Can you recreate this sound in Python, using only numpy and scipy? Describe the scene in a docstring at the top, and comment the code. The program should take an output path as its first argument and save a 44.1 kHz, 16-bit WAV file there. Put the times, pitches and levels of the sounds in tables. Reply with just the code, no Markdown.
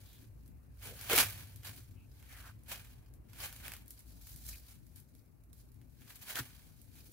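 """Dry leaf litter crackles as a young dog steps and noses through a grove, close to two spaced microphones.
Each move shapes a dense train of tiny breaks that rings crisp leaves and a duller bed below.
Single breaks make the snaps, decaying sines the paw thuds, gliding bands of noise the swishes of fur.
A far drone of two fuzzy hums and faint wide air noise lie under it."""
import sys
import numpy as np
from scipy import signal
from scipy.fft import rfft, irfft
from scipy.io import wavfile
from scipy.ndimage import uniform_filter1d

SR = 44100
rng = np.random.default_rng(int(sys.argv[2]) if len(sys.argv) > 2 else 0)


def dump(signal):
    """Clip the signal to [-1, 1] and save it as 16-bit WAV at the path in sys.argv[1]."""
    limited = np.clip(np.atleast_2d(signal).T, -1, 1)
    pcm = np.round(limited * 32767).astype(np.int16)
    wavfile.write(sys.argv[1], SR, pcm)


def voltage_ratio(level):
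    """Linear amplitude factor for a level in decibels (scalar or array-like)."""
    return 10 ** (np.asarray(level, float) / 20)


N = 313992  # samples

# spectrum of crisp leaves: freq_hz, relative_db
LEAF = [(300, -54), (1200, -34), (2500, -9), (4000, 2.5), (6000, -2), (8500, -2.5), (11000, 2), (14000, 1),
        (15800, -3.5)]
# spectrum of the bed and of woody snaps: freq_hz, relative_db
BED = [(150, -12), (400, -11), (800, -7), (1100, -6), (1700, -3), (2300, -2), (3300, -3.5), (5000, -20)]


def evened(x):
    """Scales to rms 1."""
    return x / np.sqrt(np.mean(x ** 2) + 1e-20)


def read(points, hz):
    """Interpolates a table on a log-frequency axis."""
    f, value = np.transpose(points)
    return np.interp(np.log(hz + 1), np.log(f + 1), value)


def curves(rows):
    """Interpolates every column of a time table at every sample."""
    s, *columns = np.transpose(rows)
    return [np.interp(np.arange(N) / SR, s, c) for c in columns]


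def colour(points):
    """Minimum-phase filter of energy 1 with the given spectrum shape."""
    log_gain = read(points, np.fft.rfftfreq(2048, 1 / SR)) * np.log(10) / 20
    circle = np.concatenate([log_gain, log_gain[-2:0:-1]])
    taps = np.fft.ifft(np.exp(np.conj(signal.hilbert(circle)))).real[:1024]
    return taps / np.linalg.norm(taps)


def sides(pan_db):
    """Left and right gains for a left-right level difference."""
    return voltage_ratio(np.array([pan_db / 2, -pan_db / 2]))


def crack(lag_samples, t60_s, scatter_db, common):
    """One break at both microphones: a click, later on one side, then scatter from the leaves around."""
    t = np.arange(3000) / SR
    shared, *own = rng.standard_normal((3, 3000))
    out = common * shared + np.sqrt(1 - common ** 2) * np.array(own)
    near_and_far = voltage_ratio(-60 * t / t60_s) + voltage_ratio(-15.0 - 60 * t / 0.17)
    out *= voltage_ratio(scatter_db) * near_and_far * (1 - np.exp(-t / 0.00042))
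    out[:, 0] += 1  # the click
    later = int(lag_samples > 0)  # 0 left, 1 right
    out[later] = np.roll(out[later], abs(lag_samples))
    return out / np.linalg.norm(out[0])


def air():
    """Faint wide noise with drifting patches, alike on both sides only in the bass."""
    # noise spectrum: freq_hz, relative_db_per_hz
    spectrum = [(15, -41.5), (25, -12), (59, -3.5), (120, -3), (190, -13), (256, -9.5), (384, -21.5),
                (962, -31.5), (2840, -38), (3160, -63), (12500, -39.5), (14800, -45), (16000, -29.5)]
    # likeness of the sides: freq_hz, correlation
    likeness = [(40, 1), (130, 0.2), (300, 0.18), (700, 0.21), (2000, 0.04)]
    # balance: freq_hz, left_right_db
    balance = [(60, 7), (240, 10), (950, 4.5), (3770, -1.5), (15000, -3)]
    # slow fade, with the drone: time_s, gain_db
    fade = [(0, 0), (4.5, 0.5), (5.3, -2), (7.12, 0)]
    level_db, patch_db = -59, 2.0
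    frames, hz = (N // 256 + 5) // 2, np.fft.rfftfreq(2048, 1 / SR)
    a, b, c, d, patches = rng.standard_normal((frames, 1025, 5)).T
    patches = evened(uniform_filter1d(uniform_filter1d(patches, 20, 0), 8, 1))
    same = read(likeness, hz)[:, None]
    left = a + 1j * b
    right = same * left + np.sqrt(1 - same ** 2) * (c + 1j * d)
    z = np.array([left, right])
    z *= voltage_ratio(read(spectrum, hz)[:, None] + patch_db * patches)
    z *= sides(read(balance, hz))[:, :, None]
    noise = signal.istft(z, nperseg=2048, noverlap=1536)[1][:, :N]
    return voltage_ratio(level_db + curves(fade)[0]) * evened(noise)


def drone():
    """Two fuzzy low hums, narrow bands of noise that swell and fade, nearly the same on both sides."""
    # swell: time_s, low_hum_db, upper_over_low_db
    swell = [(0.0, -60.5, 0.5), (0.65, -56.5, -3.5), (1.3, -58.5, 6.5), (2.0, -58.5, 0), (3.6, -58, -1),
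             (4.0, -62, -5.5), (4.25, -52.5, -10.5), (5.1, -68.5, -6.5), (5.6, -57.5, -7.5),
             (5.9, -70.5, -4.5), (7.12, -65, -4.5)]
    # low and upper hum: centre_hz, half_amplitude_width_hz
    hums = [(56, 16), (103, 39)]
    low_db, upper_over_low_db = curves(swell)
    out, hz = np.zeros((2, N)), np.fft.rfftfreq(N, 1 / SR)
    for (centre_hz, width_hz), db in zip(hums, (low_db, low_db + upper_over_low_db)):
        noise = rng.standard_normal((3, N))
        peak = 1 / (1 + (2 * (hz - centre_hz) / width_hz) ** 2)
        hum = irfft(rfft(noise[0] + 0.36 * noise[1:]) * peak, N)
        out += voltage_ratio(db) * evened(hum)
    return out


def swishes():
    """Fur dragging along stems: noise around one gliding resonance, swelling and stopping."""
    # start_s, end_s, level_db (before the taper), start_hz, end_hz, width_hz (of each of two poles)
    drags = [(0.022, 0.23, -71.5, 3700, 3540, 1210), (0.833, 0.982, -60.5, 500, 476, 247),
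             (1.941, 2.077, -75, 2590, 2610, 584), (2.266, 2.46, -61, 1970, 1510, 1100),
             (2.42, 2.525, -59, 1530, 1250, 704), (4.518, 4.569, -60, 2440, 2350, 700),
             (6.349, 6.418, -44.5, 1600, 1630, 590)]
    out = np.zeros((2, N))
    for start_s, end_s, level_db, start_hz, end_hz, width_hz in drags:
        n = round((end_s - start_s) * SR)
        turn = np.exp(2j * np.pi * np.cumsum(np.linspace(start_hz, end_hz, n)) / SR)
        r = np.exp(-np.pi * width_hz / SR)
        noise = rng.standard_normal((3, round(0.4 * SR)))[:, :n]
        both = noise[0] + min(start_hz / 2500, 1) * noise[1:]  # higher swishes are less alike
        # shift the centre to 0 Hz, low-pass, shift back
        band = signal.lfilter([1], np.convolve([1, -r], [1, -r]), both / turn) * turn
        swish = evened(band.real) * signal.windows.tukey(n, 0.6)
        out[:, round(start_s * SR):][:, :n] += voltage_ratio(level_db) * swish
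    return out


def thuds():
    """Paws on soft ground: a push rings it briefly, its pitch roughened by the loose soil."""
    # start_s, level_db (before onset and decay), pitch_hz (before wobble), t60_s
    landings = [(1.11, -34.5, 439, 0.23), (1.134, -24, 447, 0.05), (1.179, -39, 302, 0.16),
                (1.248, -43, 103.5, 0.35), (1.341, -47, 106, 0.25), (1.691, -40, 99.3, 0.22),
                (6.391, -42.5, 258, 0.14), (6.403, -35, 126, 0.095)]
    out, t = np.zeros(N + SR), np.arange(SR // 2) / SR
    for start_s, level_db, pitch_hz, t60_s in landings:
        wobble = 1 + 0.16 * evened(uniform_filter1d(rng.standard_normal(len(t)), 200))
        ring = np.sin(2 * np.pi * pitch_hz * np.cumsum(wobble) / SR)
        envelope = voltage_ratio(level_db - 60 * t / t60_s) * (1 - np.exp(-t / 0.0004))
        out[round(start_s * SR):][:len(t)] += envelope * ring
    return out[:N]


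def snaps():
    """Leaf stems and twigs snap: each one sharp break with its own mix of crisp and woody colour."""
    # start_s, level_db (first 3 ms of the break, before colouring), wood_db (gain of the woody part), left_right_db
    breaks = [(0.4606, -62, -20, 5), (0.478, -61.5, -21, 1), (0.772, -66, -24, -5), (0.797, -60, -11, -3),
              (0.8305, -53, -5, 6), (1.012, -42, -9.5, 1.5), (1.0983, -34.5, 0.5, -1),
              (1.1321, -28.5, -1, 0.5), (1.162, -25.5, -15, 2.5), (1.1787, -22, -2.5, 0),
              (1.1856, -26, 4, -10), (1.2284, -36.5, 0.5, 0), (1.3054, -46, -25, -5), (1.56, -50, -18, 1.5),
              (1.6333, -56, 0, 0), (1.7632, -55, -10.5, -6), (2.2267, -62, 4, -2.5),
              (2.6354, -61, -25.5, -2), (2.6846, -54.5, -12.5, -4), (2.7165, -44.5, -1, 3.5),
              (2.848, -59, -1.5, -3.5), (3.138, -59, -21.5, 4.5), (3.3323, -56, -3.5, -2.5),
              (3.527, -47.5, -5, 1), (3.681, -42.5, -2.5, 1), (3.719, -45, -2.5, -6),
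              (3.7364, -44, -3.5, 3), (3.7656, -50, -7.5, -3), (3.86, -61, -24, -1), (3.8803, -51, -28, 3),
              (3.9065, -45, -20.5, 1), (3.992, -53.5, -33, -3), (4.27, -51.5, -9.5, 0.5),
              (4.361, -48.5, -21, -2), (4.465, -48, -20, -11), (4.867, -61.5, -12.5, -2.5),
              (4.96, -51.5, -35.5, 2.5), (5.0002, -56.5, -28.5, 6.5), (5.1507, -60, -14, -1.5),
              (5.26, -71.5, -14, 1), (5.437, -65, -21.5, -4), (5.5304, -55, -17.5, -5),
              (5.58, -64, -23, -9), (5.718, -65.5, -14.5, -6), (5.744, -67, -18.5, 1),
              (5.8149, -66, -4, -2), (6.019, -63.5, 2, -3), (6.1036, -53, -3, 2.5), (6.1573, -52, -27, 9),
              (6.356, -38.5, -1, -3.5), (6.392, -44, -1.5, -2), (6.816, -55.5, -24, -6.5)]
    out, leaf, wood = np.zeros((2, N + 6000)), colour(LEAF), colour(BED)
    for start_s, level_db, wood_db, pan_db in breaks:
        one = crack(round(-pan_db / 2), 0.0067, -8.5, 0.36)
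        one /= np.sqrt(np.mean(one[:, :SR * 3 // 1000] ** 2))
        # the less wood, the thinner and higher the tick
        thin = colour([(4000, 0.5 * min(wood_db, 0)), (9000, 0)])
        crisp = np.convolve(leaf, thin)[:len(wood)]
        crisp_part = signal.fftconvolve(one, crisp[None], axes=1) * sides(pan_db)[:, None]
        woody_part = np.convolve(one[0], wood) * sides(0.34 * pan_db)[:, None]
        snap = crisp_part + voltage_ratio(wood_db) * woody_part
        out[:, round(start_s * SR):][:, :snap.shape[1]] += voltage_ratio(level_db) * snap
    return out[:, :N]


def one_leaf(spread_db):
    """No two leaves sound alike: a filter of random broad bumps."""
    bumps_hz = (1000, 2500, 4500, 7000, 10000, 13000, 16000)
    return colour([(hz, spread_db * rng.standard_normal()) for hz in bumps_hz])[None]


def movement():
    """Gains of the crisp leaves and of the bed: every move of paws or nose swells, holds, falls and settles."""
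    # moves: full_strength_s, rise_s, hold_s, leaf_db, weight_db (pressed into the bed, over the leaves)
    moves = [(0.0, 0.038, .25, -64, -9), (0.465, 0.05, .01, -71.5, -7), (0.836, 0.018, 0.059, -48.5, -4.5),
             (0.987, 0.1, .02, -56, -12), (1.063, 0.07, 0.018, -46, -4.5), (1.104, 0.0075, 0.036, -34, 0.5),
             (1.163, 0.021, 0.05, -27, -6), (1.656, 0.016, 0.026, -47, -4.5),
             (1.769, 0.068, 0.016, -55, -10), (2.172, 0.069, 0.039, -69.5, -9.5),
             (2.322, 0.092, 0.089, -57, -6), (2.463, 0.059, .02, -61.5, -2.5),
             (2.691, 0.0081, .01, -49.5, -7), (2.72, 0.018, 0.0063, -41, -3.5),
             (2.9, 0.045, 0.04, -66.5, -11), (3.137, 0.025, 0.0058, -76, -14.5),
             (3.433, 0.039, 0.017, -40.5, -5), (3.54, 0.038, 0.032, -56.5, -13),
             (3.661, 0.037, .005, -47, -3.5), (3.725, 0.013, 0.0081, -54, -7),
             (3.9, 0.0083, .03, -59.5, -23), (3.99, 0.035, .005, -60, -12.5),
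             (4.083, 0.022, .12, -62.5, -14.5), (4.258, 0.063, 0.12, -57, -16),
             (4.497, 0.073, 0.022, -48.5, -16), (4.704, 0.077, 0.011, -57, -10),
             (4.971, 0.027, 0.014, -61, -12.5), (5.15, .02, 0.025, -72.5, -18),
             (5.597, 0.035, .005, -62.5, -15.5), (6.009, .04, 0.028, -65.5, -7),
             (6.097, 0.033, .005, -54, -6.5), (6.157, 0.011, 0.0043, -53.5, -7.5),
             (6.225, 0.015, .03, -53, -7), (6.301, 0.02, 0.012, -42.5, -4.5),
             (6.357, 0.0044, 0.034, -39, -5), (6.668, .03, 0.015, -66.5, -8),
             (6.982, 0.054, .01, -60, -7.5), (7.061, .02, 0.014, -64.5, -13.5)]
    # faint stirring between the moves: time_s, leaf_db
    stir = [(0, -74), (.7, -78.5), (1.5, -67), (2.0, -73.5), (2.6, -75.5), (3.1, -84.5), (3.8, -73),
            (4.6, -73), (5.1, -75), (5.5, -81), (5.9, -74.5), (6.55, -65.5), (6.8, -68), (7.12, -63)]
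    stir_weight_db = -16
    fall_s, fall_per_rise = 0.023, 0.36  # a gentle move also dies away gently
    settle_db, settle_s = -12.5, 0.12  # bent leaves spring back
    t = np.arange(N // 16 + 2) * 16 / SR
    leaves = voltage_ratio(np.interp(t, *np.transpose(stir))) ** 2
    bed = leaves * voltage_ratio(stir_weight_db) ** 2
    for full_s, rise_s, hold_s, leaf_db, weight_db in moves:
        after = np.maximum(t - full_s - hold_s, 0)
        drop = np.exp(-after / (fall_s + fall_per_rise * rise_s))
        settle = voltage_ratio(settle_db) * np.exp(-after / settle_s)
        swell = np.exp(np.minimum(t - full_s, 0) / rise_s)
        power = (voltage_ratio(leaf_db) * swell * np.maximum(drop, settle)) ** 2
        leaves = leaves + power
        bed = bed + power * voltage_ratio(weight_db) ** 2
    return [np.interp(np.arange(N) / SR, t, np.sqrt(p)) for p in (leaves, bed)]


def litter():
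    """Dense random breaks ring both the crisp leaves and the duller bed below them."""
    breaks_per_s, spots = 3000, 12
    thin_hz, thin_share = 7000, 0.25
    leaf_gain, bed_gain = movement()
    size = voltage_ratio(3.1 * np.minimum(rng.exponential(1, N), 5))
    size *= (rng.random(N) < breaks_per_s / SR) * rng.choice([-1, 1], N)
    spot, leaves, bed = rng.integers(0, spots, N), np.zeros((2, N)), np.zeros((2, N))
    for k in range(spots):
        bunches = evened(uniform_filter1d(rng.standard_normal(N), 900))  # a leaf crumples in short spells
        train = (size * voltage_ratio(3.73 * bunches) * (spot == k))[None]
        lag_samples = k - 2  # most spots reach one side a few samples first
        crisp = signal.fftconvolve(crack(lag_samples, 0.05, -16.5, 0.29), one_leaf(3.8), axes=1)
        leaves += signal.oaconvolve(train, crisp, axes=1)[:, :N]
        bed += signal.oaconvolve(train, crack(lag_samples, 0.029, -13.5, 0.91), axes=1)[:, :N]
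    leaves = signal.oaconvolve(leaves, colour(LEAF)[None], axes=1)[:, :N]
    leaves = evened(leaves) * sides(0.4)[:, None]
    bed = signal.oaconvolve(bed, colour(BED)[None], axes=1)[:, :N]
    bed = evened(bed) * sides(-2.5)[:, None]
    # light moves stir only small leaves: their lower crackle drops by a share of the weight dB
    lower = signal.sosfilt(signal.butter(N=2, Wn=thin_hz, fs=SR, output="sos"), leaves)
    leaves = leaves - (1 - np.minimum(bed_gain / leaf_gain, 1) ** thin_share) * lower
    return leaf_gain * evened(leaves) + bed_gain * bed


def scene():
    """All sources, outdoors and dry."""
    return litter() + snaps() + swishes() + thuds() + air() + drone()


def roll_off(x):
    """The treble ends steeply here."""
    return signal.sosfilt(signal.butter(12, 16470, fs=SR, output="sos"), x)


def record(dry):
    """The microphones lose the deepest bass and the top treble."""
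    bass_cut = signal.butter(N=3, Wn=40, btype="high", fs=SR, output="sos")
    treble_cut = signal.firwin(511, 15780, window=("kaiser", 8), fs=SR)
    mix = signal.oaconvolve(signal.sosfilt(bass_cut, dry), treble_cut[None], "same")
    return roll_off(mix)


dry = scene()
out = record(dry)
dump(out)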